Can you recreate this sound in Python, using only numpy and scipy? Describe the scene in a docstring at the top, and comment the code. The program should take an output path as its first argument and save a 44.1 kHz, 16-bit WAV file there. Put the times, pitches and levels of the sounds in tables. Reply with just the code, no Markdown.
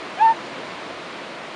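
"""On a rocky beach, a seal gives one short, high yelp over the even wash of distant surf and wind.
The voice scoops up to a held, nearly pure note: reedy as it starts, rounder as it ends,
with a brief catch in the middle where every other cycle is stronger.
The rocks send back two faint echoes. The surf and wind are one soft, steady rush of noise."""
import sys
import numpy as np
from scipy import signal
from scipy.fft import rfft, irfft
from scipy.io import wavfile
from scipy.ndimage import uniform_filter1d

SR = 44100
rng = np.random.default_rng(int(sys.argv[2]) if len(sys.argv) > 2 else 0)


def master_out(mix):
    """Clip the mix to full scale and print it as 16-bit PCM to the path in sys.argv[1]."""
    frames = np.transpose(np.atleast_2d(mix))
    ceiling = np.clip(frames, -1, 1)
    pcm = np.round(ceiling * 32767).astype(np.int16)
    wavfile.write(sys.argv[1], SR, pcm)


N = 68355
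TIME = np.arange(N) / SR

# The note the seal sings. Columns: time_s, pitch_hz
YELP_PITCH = [(.174, 690), (.189, 766.2), (.197, 823.3), (.213, 850.4), (.235, 905.3), (.252, 905.7),
              (.272, 891.4), (.317, 915.5), (.334, 870)]
# How strong that main note is. Columns: time_s, level_db
YELP_EFFORT = [(.171, -41.5), (.18, -30.5), (.195, -32.5), (.211, -16.5), (.225, -11), (.239, -13.5),
               (.266, -11.5), (.297, -15), (.306, -14), (.323, -20), (.338, -40.5)]
# The second harmonic, a tone at twice the pitch. Columns: time_s, level_db
SECOND_HARMONIC = [(.183, -52.5), (.198, -30.5), (.208, -26.5), (.223, -37.5), (.247, -39), (.272, -29.5),
                   (.288, -31), (.312, -37.5), (.336, -46)]
# The third harmonic, which makes the voice reedy. Columns: time_s, level_db
THIRD_HARMONIC = [(.172, -54), (.192, -40), (.208, -38.5), (.25, -40), (.285, -49.5), (.33, -60)]
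# Higher tones that rise and fall with the third. Columns: pitch_multiple, level_against_third_db
HIGH_HARMONICS = [(4, -10), (6, -22.5)]
# Extra tones heard in the catch, where alternate cycles differ. Columns: pitch_multiple, level_db
CATCH_TONES = [(.5, -53), (1.5, -36.5), (2.5, -57.5)]
# Faint echoes off the rocks. Columns: delay_s, gain_db
ROCK_ECHOES = [(.021, -31), (.037, -29)]
# How strong the surf and wind are, from bass to treble. Columns: frequency_hz, relative_level_db
SURF_SPECTRUM = [(25, -33.5), (60, -21), (100, -17), (140, -8), (200, -5), (310, -0.5), (460, -3),
                 (630, 0.5), (800, -4), (1050, -2.5), (1550, -7), (2150, -7), (4100, -14.5), (5900, -25),
                 (7400, -28), (9000, -31.5), (10200, -40.5), (11000, -50), (11600, -59)]
# The surf holds steady, then ebbs a little. Columns: time_s, level_db
SURF_LEVEL = [(0, -33.5), (.7, -33.5), (1.55, -34.5)]


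def seal_yelp():
    """The seal's voice vibrates as a nearly pure note with weak overtones, a catch and a little air."""
    pitch_wobble, flutter_hz = 0.0027, 120
    catch_s, catch_width_s = 0.277, 0.01
    air_db, air_band_hz = -37.5, [450, 3800]   # level against the main note
    pitch_hz = over_time(YELP_PITCH) * (1 + pitch_wobble * drift(flutter_hz))
    phase = 2 * np.pi * np.cumsum(pitch_hz) / SR

    def tone(multiple, waver_db=1.5):
        """One tone at a multiple of the pitch, wavering slightly in level."""
        return np.sqrt(2) * np.sin(multiple * phase) * from_db(waver_db * drift(flutter_hz))

    effort = envelope(YELP_EFFORT)
    note = effort * tone(1, waver_db=0.38)
    octave = envelope(SECOND_HARMONIC) * tone(2)
    high_tones = tone(3) + sum(from_db(db) * tone(multiple) for multiple, db in HIGH_HARMONICS)
    reedy_edge = envelope(THIRD_HARMONIC) * high_tones
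    # The fifth harmonic gains 2.5 dB for each dB of effort, so it shows at the loudest moments.
    fifth = from_db(-50) * np.abs(effort / effort.max()) ** 2.5 * tone(5)
    catch_shape = np.exp(-0.5 * ((TIME - catch_s) / catch_width_s) ** 2)
    catch = catch_shape * sum(from_db(db) * tone(multiple) for multiple, db in CATCH_TONES)
    air_filter = signal.butter(2, air_band_hz, "band", fs=SR, output="sos")
    air = signal.sosfilt(air_filter, rng.standard_normal(N))
    puffs = air * (1 + np.cos(phase))   # one puff in each cycle of the voice
    rasp = from_db(air_db) * effort * unit_level(puffs)
    return note + octave + reedy_edge + fifth + catch + rasp


def rock_echoes(call):
    """The boulders bounce the call back as late, quiet copies."""
    return sum(from_db(db) * np.interp(TIME - delay_s, TIME, call, left=0) for delay_s, db in ROCK_ECHOES)


def surf_and_wind():
    """Far waves and wind make a smooth wash; each half octave flickers slightly on its own."""
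    flicker_db, flicker_hz = 0.49, 8.5
    hz = np.maximum(np.arange(N + 1) * SR / (2 * N), 1)
    points_hz, points_db = np.transpose(SURF_SPECTRUM)
    shape_db = np.interp(np.log(hz), np.log(points_hz), points_db)
    spectrum = rfft(rng.standard_normal(2 * N)) * from_db(shape_db)
    half_octave = np.floor(2 * np.log2(np.clip(hz, 100, 10000)))
    wash = np.zeros(N)
    for band in np.unique(half_octave):
        band_noise = irfft(spectrum * (half_octave == band))[:N]
        wash += band_noise * from_db(flicker_db * drift(flicker_hz))
    return from_db(over_time(SURF_LEVEL)) * unit_level(wash)


def from_db(db):
    """Turn decibels into a number to multiply by."""
    return 10 ** (np.asarray(db) / 20)


def unit_level(x):
    """Scale a signal so its average level (rms) is 1."""
    return x / np.sqrt(np.mean(x ** 2) + 1e-20)


def over_time(rows):
    """Join (time_s, value) points with straight lines."""
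    return np.interp(TIME, *np.transpose(rows))


def envelope(rows):
    """A volume curve through (time_s, level_db) points, silent outside them, with rounded corners."""
    sounding = (TIME > rows[0][0]) & (TIME < rows[-1][0])
    return uniform_filter1d(from_db(over_time(rows)) * sounding, size=180)


def drift(rate_hz):
    """A smooth random wander, about 1 in size; a higher rate wanders faster."""
    pole = np.exp(-2 * np.pi * rate_hz / SR)
    smoothed = signal.lfilter([1], [1, -2 * pole, pole * pole], rng.standard_normal(2 * N))
    return unit_level(smoothed[N:])


def scene():
    """The seal among the rocks, with the sea behind."""
    call = seal_yelp()
    return (call + rock_echoes(call) + surf_and_wind())[None]


def record(dry):
    """The microphone has a narrow dip in its treble, and the very highest sounds are cut."""
    dip_hz, dip_width_hz, dip_db, cutoff_hz = 7890, 340, -9.5, 11900
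    notch = signal.iirnotch(dip_hz, dip_hz / dip_width_hz, fs=SR)
    dip_gain = from_db(dip_db)
    dipped = dip_gain * dry + (1 - dip_gain) * signal.lfilter(*notch, dry)
    low_pass = signal.cheby2(16, 60, cutoff_hz, fs=SR, output="sos")
    return signal.sosfilt(low_pass, dipped)


dry = scene()
out = record(dry)
master_out(out)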